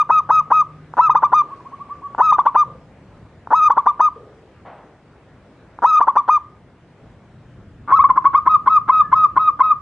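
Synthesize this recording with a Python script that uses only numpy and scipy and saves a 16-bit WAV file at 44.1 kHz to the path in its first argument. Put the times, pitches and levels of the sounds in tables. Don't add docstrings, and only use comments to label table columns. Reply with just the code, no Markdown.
import sys
import numpy as np
from scipy import signal
from scipy.fft import rfft, irfft, next_fast_len
from scipy.io import wavfile
from scipy.ndimage import uniform_filter1d, minimum_filter1d, map_coordinates

SR = 44100
rng = np.random.default_rng(int(sys.argv[2]) if len(sys.argv) > 2 else 0)


def transcribe(signal):
    frames = np.atleast_2d(signal).T
    limited = np.clip(frames, -1, 1)
    pcm = np.round(limited * 32767).astype(np.int16)
    wavfile.write(sys.argv[1], SR, pcm)


def convert_level_to_amplitude(level_db):
    exponent = np.asarray(level_db, float) / 20
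    return 10 ** exponent


N = 432621

# t/s, creak/ms, bloom on the sac/ms, whistle/ms, top f/Hz
OPENERS_1 = [
    (0.9695, 22, 18, 75.3, 1360),
    (2.1807, 25.3, 13.6, 100, 1326),
    (3.5056, 26, 14.6, 139, 1309),
    (5.8218, 23.3, 15, 135.4, 1317),
]
# t/s, creak/ms, bloom/ms, whistle/ms, top f/Hz
COOS_1 = [
    (-0.085, 12, 7, 95, 1277),
    (0.0925, 11, 6.7, 95.3, 1289),
    (0.2905, 14, 7, 100, 1289),
    (0.5039, 14, 8.7, 100, 1280),
    (1.3205, 11.8, 8.2, 81, 1247),
    (2.5462, 11.8, 6.8, 71, 1230),
    (3.9945, 9.5, 7.5, 76, 1264),
    (6.2797, 11.6, 7.1, 80.2, 1255),
]
# t/s, creak/ms, bloom/ms, whistle/ms, top f/Hz
CHUCKS_1 = [(1.0938, 2.3, 7.4, 32, 1265), (1.1466, 7.4, 7.7, 30, 1232), (1.2232, 11.5, 7.1, 29, 1208),
            (2.322, 1.4, 6.2, 35, 1241), (2.3813, 8, 5.1, 24, 1181), (2.4544, 10.9, 6.7, 25, 1175),
            (3.6976, 7.3, 5.4, 24, 1168), (3.7671, 11.4, 5.6, 23, 1182), (3.8599, 8.5, 7.5, 37, 1207),
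            (6.0027, 9.5, 5, 27, 1183), (6.0708, 10.9, 6.4, 22, 1155), (6.1557, 12.3, 5.5, 35, 1191)]
# t/s, peak level/dB
CLUCKS_1 = [
    (0.9383, -21.5),
    (2.1487, -19.5),
    (3.473, -22.5),
    (5.7888, -23.5),
]
OPENING_1 = dict(lock_hz=912, climb_hz=130, bloom_db=.6, onset_db=-3, low=0.076, settle_ms=11, sag=.055, bend=1.2, drop=.1, drop_ms=4.6, db=-0.04, dip_db=-6, dip_ms=39, swell_db=1.6, push_db=1, push_ms=19, push_width_ms=12, fade_db=-6, fade_ms=5, warble=0.059, warble_db=-5)
COOING_1 = dict(lock_hz=926.6, climb_hz=115, bloom_db=3.14, onset_db=-3.5, low=0.037, settle_ms=11, sag=0.062, bend=2.1, drop=.12, drop_ms=4.5, db=-3.5, dip_db=-0.7, dip_ms=9.9, swell_db=5.5, push_db=0.5, push_ms=14, push_width_ms=9.7, fade_db=-13.5, fade_ms=8, warble=0, warble_db=-3)
CHUCKING_1 = dict(COOING_1, onset_db=-3.5, low=0.01, settle_ms=3, sag=0.025, bend=1.1, db=-1, swell_db=-0.9, fade_ms=12)
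# f/Hz, width/Hz, upper f/Hz, upper width/Hz, upper share
SAC_1 = (904, 188.6, 1195, 50, 0.088)
# f/Hz, level/dB
SKIN_1 = [(200, 6), (700, -2), (1400, 4), (1800, -10), (2200, -26), (3000, -43.5), (6000, -48.5),
          (12000, -79.5)]
# f/Hz, level/dB
THROAT_1 = [(1600, -86), (2100, -52.5), (2500, -34.5), (3800, -44), (5000, -52), (6200, -44.5), (7500, -68),
            (8800, -60), (10000, -77), (12500, -120)]


def first_dove():
    songs = [(OPENERS_1, OPENING_1), (COOS_1, COOING_1), (CHUCKS_1, CHUCKING_1)]
    creak = dict(creak_hz=231.3, soft_db=-8, rush_up=2.1, surge_db=0.5)
    return dove(songs, SAC_1, SKIN_1, THROAT_1, CLUCKS_1, creak, open_hz=1140, drive=0.32,
                jitter=0.0043, shimmer_db=0.09, breath_db=-3.0)


# t/s, creak/ms, bloom/ms, whistle/ms, top f/Hz
TRILL_2 = [
    (7.8774, 46, 28, 36, 1319),
    (7.988, 3.1, 19, 22, 1273),
    (8.036, 4.3, 18, 9, 1224),
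    (8.0895, 11.7, 12, 3, 1057),
    (8.1585, 16.9, 11, 3, 1063),
    (8.2435, 10, 20, 9, 1158),
    (8.3323, 14.4, 14, 30, 1252),
]
# t/s, creak/ms, bloom/ms, whistle/ms, top f/Hz
COOS_2 = [
    (8.4571, 15.9, 11.8, 81, 1267),
    (8.6603, 14, 13.7, 97, 1275),
    (8.8776, 17, 14, 114, 1276),
    (9.117, 10.3, 16.9, 117, 1276),
]
# t/s, creak/ms, bloom/ms, whistle/ms, top f/Hz
LATE_2 = [
    (9.3586, 14.6, 11, 118, 1270),
    (9.5915, 14, 16.3, 110, 1272),
]
TRILLING_2 = dict(lock_hz=1052, climb_hz=87, bloom_db=3, onset_db=-4, low=0.019, settle_ms=3, sag=0.027, bend=1.4, drop=.07, drop_ms=4.9, db=-2.5, dip_db=-9.5, dip_ms=8.6, swell_db=-1.8, push_db=2.5, push_ms=5.1, push_width_ms=5, fade_db=-9.5, fade_ms=3, warble=0, warble_db=-1)
COOING_2 = dict(lock_hz=1018.4, climb_hz=72, bloom_db=0.76, onset_db=-2.5, low=0.026, settle_ms=5.8, sag=.03, bend=2.2, drop=0.14, drop_ms=7.3, db=-2.5, dip_db=-22, dip_ms=7.5, swell_db=-0.7, push_db=4, push_ms=17, push_width_ms=10, fade_db=-10.5, fade_ms=3.5, warble=0, warble_db=1)
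TIRING_2 = dict(COOING_2, db=-2, swell_db=-6.5, push_db=8, push_ms=17)
# f/Hz, width/Hz, upper f/Hz, upper width/Hz, upper share
SAC_2 = (1037, 159, 1215, 110, 0.48)
# f/Hz, level/dB
SKIN_2 = [(300, 8.5), (600, -9), (1400, 2), (1800, -10.5), (2200, -22.5), (3000, -44.5), (6000, -40.5),
          (12000, -81)]
# f/Hz, level/dB
THROAT_2 = [(1600, -83), (2100, -26.5), (2500, -39.5), (3800, -46.5), (5000, -58), (6300, -60.5),
            (7500, -70), (8800, -75), (11500, -120)]


def second_dove():
    songs = [(TRILL_2, TRILLING_2), (COOS_2, COOING_2), (LATE_2, TIRING_2)]
    creak = dict(creak_hz=260.5, soft_db=-10.5, rush_up=2.9, surge_db=3.5)
    return dove(songs, SAC_2, SKIN_2, THROAT_2, [], creak, open_hz=1074, drive=0.14,
                jitter=0.004, shimmer_db=0.238, breath_db=-1.0)


def dove(songs, sac, skin, throat, clucks, creak, open_hz, drive, jitter, shimmer_db, breath_db):
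    train, overtones = np.zeros((2, N))
    quaver = 1 + 0.005 * wobble(170)
    air = rng.standard_normal(N) * convert_level_to_amplitude(0.63 * wobble(300))
    for notes, way in songs:
        for note in notes:
            s, hz, db = note_path(note, way, **creak)
            t = np.arange(max(s[0], 0), s[-1], 1 / SR)
            here = slice(round(t[0] * SR), round(t[0] * SR) + len(t))
            pitch_now = np.interp(t, s, hz)
            cycles = np.cumsum(pitch_now * quaver[here]) / SR
            at = np.interp(np.arange(int(cycles[-1]) + 1), cycles, t)
            pitch, effort_db = np.interp(at, s, hz), np.interp(at, s, db)

            chance = rng.standard_normal((len(at), 2))
            loose = np.clip(sac[0] / pitch, 1, 9) ** 2
            size = convert_level_to_amplitude(effort_db + shimmer_db * loose * chance[:, 0]) * SR / 2 / np.maximum(pitch, sac[0])
            at = (at + jitter * loose * chance[:, 1] / pitch) * SR
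            add(train, at, size)

            closing = np.clip((s[-1] - at / SR) / 0.015, 0, 1) ** 2
            opening = 1 / (1 + np.exp((open_hz - pitch) / 35))
            add(overtones, at, size * (0.019 + opening * closing) * convert_level_to_amplitude(drive * effort_db))
            shut = 1 / (1 + np.exp((pitch_now - open_hz) / 35))
            overtones[here] += convert_level_to_amplitude(np.interp(t, s, db) + breath_db) * shut * air[here]
    for s, db in clucks:
        train[round(s * SR)] += convert_level_to_amplitude(db + 36.5)

    def body(f):
        rings = resonance(f, *sac[:2]) * (1 + sac[4] * resonance(f, *sac[2:4]))
        return -rings * convert_level_to_amplitude(along(skin, f))

    def pipe_parts(f):
        return convert_level_to_amplitude(along(throat, f)) * np.array([f < 3000, (f >= 3000) & (f < 4400), f >= 4400])

    flutter = convert_level_to_amplitude(3.4 * np.array([wobble(45), wobble(60), wobble(70)]))
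    beat = convert_level_to_amplitude(1.7 * wobble(350) + 0.53 * np.array([wobble(120), wobble(120)]))
    return filtered(train, body) + beat * np.sum(flutter * filtered(overtones, pipe_parts), axis=0)


def note_path(note, way, creak_hz, soft_db, rush_up, surge_db):
    start, creak_ms, bloom_ms, whistle_ms, top_hz = note
    jump = start + (creak_ms + bloom_ms) / 1000
    db = way["onset_db"]
    u = np.linspace(0, 1, 12)
    climb = creak_hz * (way["lock_hz"] / creak_hz) ** (u ** rush_up)
    creak_db = db + soft_db * (1 - u) ** 4 + surge_db * u ** 4
    creak = np.transpose([start + u * creak_ms / 1000, climb, creak_db])
    bloom = (jump - 0.0015, min(way["lock_hz"] + way["climb_hz"], top_hz), db + way["bloom_db"])
    ms, free_hz, free_db = whistle(whistle_ms, top_hz, way)
    tune = np.transpose([jump + ms / 1000, free_hz, free_db])
    shuts = (tune[-1][0] + 0.002, tune[-1][1], tune[-1][2] - 18)
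    s, hz, db = np.transpose([*creak, bloom, *tune, shuts])
    return np.maximum.accumulate(s), hz, db


def whistle(length_ms, top_hz, way):
    jump_ms, swell_ms = 3, 67
    length_ms = max(length_ms, jump_ms + 0.5)
    ms = np.append(np.arange(jump_ms, length_ms, 1), length_ms)
    after, left = ms - jump_ms, length_ms - ms
    dips = sum(np.exp(-np.abs(ms - dip_ms) / 8) for dip_ms in (62, 104))
    share = (1 - way["low"] * np.exp(-after / way["settle_ms"])
             - way["sag"] * (ms / length_ms) ** way["bend"]
             - way["drop"] * np.exp(-left / way["drop_ms"])
             - way["warble"] * dips)
    db = (way["db"] + way["dip_db"] * np.exp(-after / way["dip_ms"])
          + way["swell_db"] * np.tanh(after / swell_ms)
          + way["push_db"] * np.exp(-((left - way["push_ms"]) / way["push_width_ms"]) ** 4)
          + way["fade_db"] * np.exp(-left / way["fade_ms"])
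          + way["warble_db"] * dips)
    return ms, top_hz * share, db


# t/s, length/ms, top f/Hz, level/dB
FAR = [
    (1.495, 48, 1135, -29),
    (1.588, 29, 1074, -41.5),
    (1.643, 36, 1139, -32),
    (1.711, 39, 1155, -31),
    (1.786, 44, 1170, -30.5),
    (1.884, 48, 1178, -27),
    (2.01, 69, 1148, -26.5),
]


def far_dove():
    sound = np.zeros(N)
    for s, ms, top_hz, db in FAR:
        u = np.linspace(0, 1, round(ms * SR / 1000))
        hz = top_hz * (1 - 0.73 * np.exp(-u * ms / 8.1) - 0.019 * u ** 4)
        swell = np.sin(np.pi * u ** 2.9) ** 0.52 + 0.054 * np.sin(np.pi * u)
        edges = np.minimum(u * ms / 3, 1) * np.minimum((1 - u) * ms / 3, 1)
        tone = np.sin(2 * np.pi * np.cumsum(hz) / SR)
        sound[round(s * SR):][:len(u)] += convert_level_to_amplitude(db + 2) * swell * edges * tone
    return sound


# t/s, peak level/dB
TICKS = [
    (0.3056, -43.5),
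    (3.2575, -67),
    (7.521, -67.5),
    (8.678, -45.5),
]


def cage():
    ticks, t = np.zeros(N), np.arange(400) / SR
    for s, db in TICKS:
        ticks[round(s * SR):][:400] += convert_level_to_amplitude(db - 60 * t / 0.005) * rng.standard_normal(400)
    return filtered(ticks, lambda f: resonance(f, 8000, 7000) ** 2)


# f/Hz, left-right level/dB
LEAN = [(500, 1.3), (2000, 1.34), (5000, 2.5), (10000, -0.5)]


def at_phone(x):
    def ports(f):
        level = convert_level_to_amplitude(along(LEAN, f) * [[0.5], [-0.5]])
        delay = np.exp(-1j * np.pi * f * 1.3e-5 * np.array([[1], [-1]]))
        return level * delay
    return filtered(x, ports)


# f/Hz, time to fall 60 dB/s
ROOM = [(300, 0.097), (1200, 0.37), (2500, 0.16), (10000, 0.14)]
# delay/ms, left level/dB, right level/dB
WALLS_1 = [
    (5.15, -27, -22.5),
    (48, -30, -29.5),
]
# delay/ms, left level/dB, right level/dB
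WALLS_2 = [
    (6.084, -12, -19),
    (24.92, -20, -26.5),
    (47, -26.5, -22.5),
]


def room(x, walls, wet_db, alike):
    hz, t, z = signal.stft(rng.standard_normal((2, SR // 2)), SR, nperseg=256)
    tail = signal.istft(z * convert_level_to_amplitude(-60 * t / along(ROOM, hz)[:, None]), SR, nperseg=256)[1]
    spread = (1 - alike) * tail[1] * [[1], [-1]]
    tail = convert_level_to_amplitude(wet_db) * (tail[0] + spread) / np.linalg.norm(tail[0])
    tail = np.pad(tail, ((0, 0), (500, 0)))
    for ms, left_db, right_db in walls:
        tail[:, round(ms * SR / 1000)] += convert_level_to_amplitude([left_db, right_db])
    return signal.fftconvolve(x[:1], tail, axes=1)[:, :N]


# t/s, level/dB, centre f/Hz, width/Hz, time to fall 60 dB/s
THUMPS = [
    (2.65, -43, 505, 120, 0.79),
    (2.652, -39.5, 140, 56.3, 0.5),
    (4.157, -39, 446, 125, 1),
    (4.649, -36, 740, 704, 0.85),
    (7.331, -42, 130, 120, 0.93),
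    (7.981, -39, 56, 60, 0.41),
    (9.03, -40.5, 1700, 60, 0.5),
]


def thumps():
    sound = np.zeros(N)
    t, f = np.arange(SR) / SR, np.arange(SR // 2 + 1)
    for s, db, hz, width, t60 in THUMPS:
        through_wall = resonance(f, hz, width) ** 2 / (1 + (f / 3800) ** 4)
        band = np.fft.irfft(rfft(rng.standard_normal(SR)) * through_wall, SR)
        thump = convert_level_to_amplitude(db - 60 * t / t60) * (1 - np.exp(-t / 0.0089)) * unit(band)
        start = round(s * SR)
        sound[start:][:SR] += thump[:N - start]
    return sound


# t/s, level/dB
HUM = [
    (0, -49.5),
    (.3, -49.5),
    (.8, -43.5),
    (1.4, -50),
    (1.8, -61.5),
    (2.3, -85.5),
]


def hum():
    hum_db, = curves(HUM)
    hz = 150 + 3 * wobble(7)
    return convert_level_to_amplitude(hum_db + 1.5 + 1.7 * wobble(14)) * np.sin(2 * np.pi * np.cumsum(hz) / SR)


# t/s, rumble level/dB, air level/dB
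HOUSE = [(0, -48, -51.5), (1.6, -49, -49), (2.2, -49, -50), (3.1, -48.5, -51), (4, -50, -51),
         (5.2, -50, -52.5), (5.7, -51.5, -51), (6.7, -50.5, -53), (7.3, -48.5, -52), (7.6, -43, -52.5),
         (8.3, -44.5, -52), (9.81, -46, -52.5)]
# f/Hz, level/dB per Hz
RUMBLE = [(15, -44), (30, -12), (50, -3), (120, 2.5), (200, -2), (320, -13), (600, -33.5), (1000, -120)]
# f/Hz, level/dB per Hz
AIR = [(120, -43), (250, 0), (500, -2.5), (1000, -9.5), (1600, -12.5), (2500, -19), (4000, -27),
       (6300, -33), (8500, -37.5), (10500, -44.5), (13000, -82)]


def house():
    rumble_db, air_db = curves(HOUSE)
    rumble = convert_level_to_amplitude(rumble_db + 1.5 * wobble(5.4)) * rush(RUMBLE, patchy_db=0.5)
    air = convert_level_to_amplitude(air_db + 0.45 * wobble(7)) * rush(AIR, patchy_db=1.6)
    return rumble + air


# f/Hz, likeness (1 = the same)
ALIKE = [(60, 0.98), (180, 1), (550, 0.97), (1650, 0.95), (4960, -0.021), (15000, 0.91)]


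def rush(spectrum, patchy_db):
    z = signal.stft(rng.standard_normal((2, N)), nperseg=512)[2]
    field = uniform_filter1d(uniform_filter1d(rng.standard_normal(z.shape[1:]), 5, 0), 12, 1)
    pair = signal.istft(z * convert_level_to_amplitude(patchy_db * unit(field)), nperseg=512)[1][:, :N]

    def colour(hz):
        turn = np.arccos(np.clip(along(ALIKE, hz), -1, 1)) / 2
        return convert_level_to_amplitude(along(spectrum, hz)) * [np.cos(turn), np.sin(turn)]

    mid, side = filtered(pair, colour)
    return unit(np.array([mid + side, mid - side]))


def unit(x):
    return x / np.sqrt(np.mean(x ** 2) + 1e-20)


def along(points, hz):
    f, v = np.transpose(points)
    return np.interp(np.log(hz + 1), np.log(f + 1), v)


def curves(rows):
    s, *cols = np.transpose(rows)
    return [np.interp(np.arange(N) / SR, s, c) for c in cols]


def wobble(rate):
    return map_coordinates(rng.standard_normal(int(N * rate / SR) + 4), [np.arange(N) * rate / SR])


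def filtered(x, response):
    m = next_fast_len(N + SR // 2)
    return irfft(rfft(x, m) * response(np.fft.rfftfreq(m, 1 / SR)), m)[..., :N]


def resonance(f, hz, width):
    return 1j * f * width / (hz * hz - f * f + 1j * f * width)


def add(train, at, size):
    taps = np.floor(at)[:, None] + np.arange(-7, 9)
    away = taps - at[:, None]
    shape = np.sinc(away) * np.cos(np.pi * away / 16) ** 2
    where = np.clip(taps, 0, N - 1).astype(int)
    train += np.bincount(where.ravel(), (size[:, None] * shape * (taps >= 0)).ravel(), N)


def scene():
    first, second, far = first_dove(), second_dove(), far_dove()
    direct = at_phone(first + second + cage())
    echoes = room(first + 3.3 * far, WALLS_1, wet_db=-22.5, alike=0.85)
    echoes += room(second, WALLS_2, wet_db=-21.5, alike=0.55)
    home = (house() + hum() + thumps()) * convert_level_to_amplitude([[0.3], [-0.3]])
    return direct + far + echoes + home


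def low_pass(x):
    return signal.sosfilt(signal.butter(12, 15560, fs=SR, output="sos"), x)


def record(dry):
    crest = -minimum_filter1d(-np.abs(dry).max(axis=0), size=50, origin=24)
    slow = signal.lfilter([0.012], [1, -0.988], crest)
    held = dry / (1 + (slow / 1.3) ** 6) ** (1 / 6)
    held = held / (1 + np.abs(held / 0.995) ** 12) ** (1 / 12)
    return low_pass(held)


dry = scene()
out = record(dry)
transcribe(out)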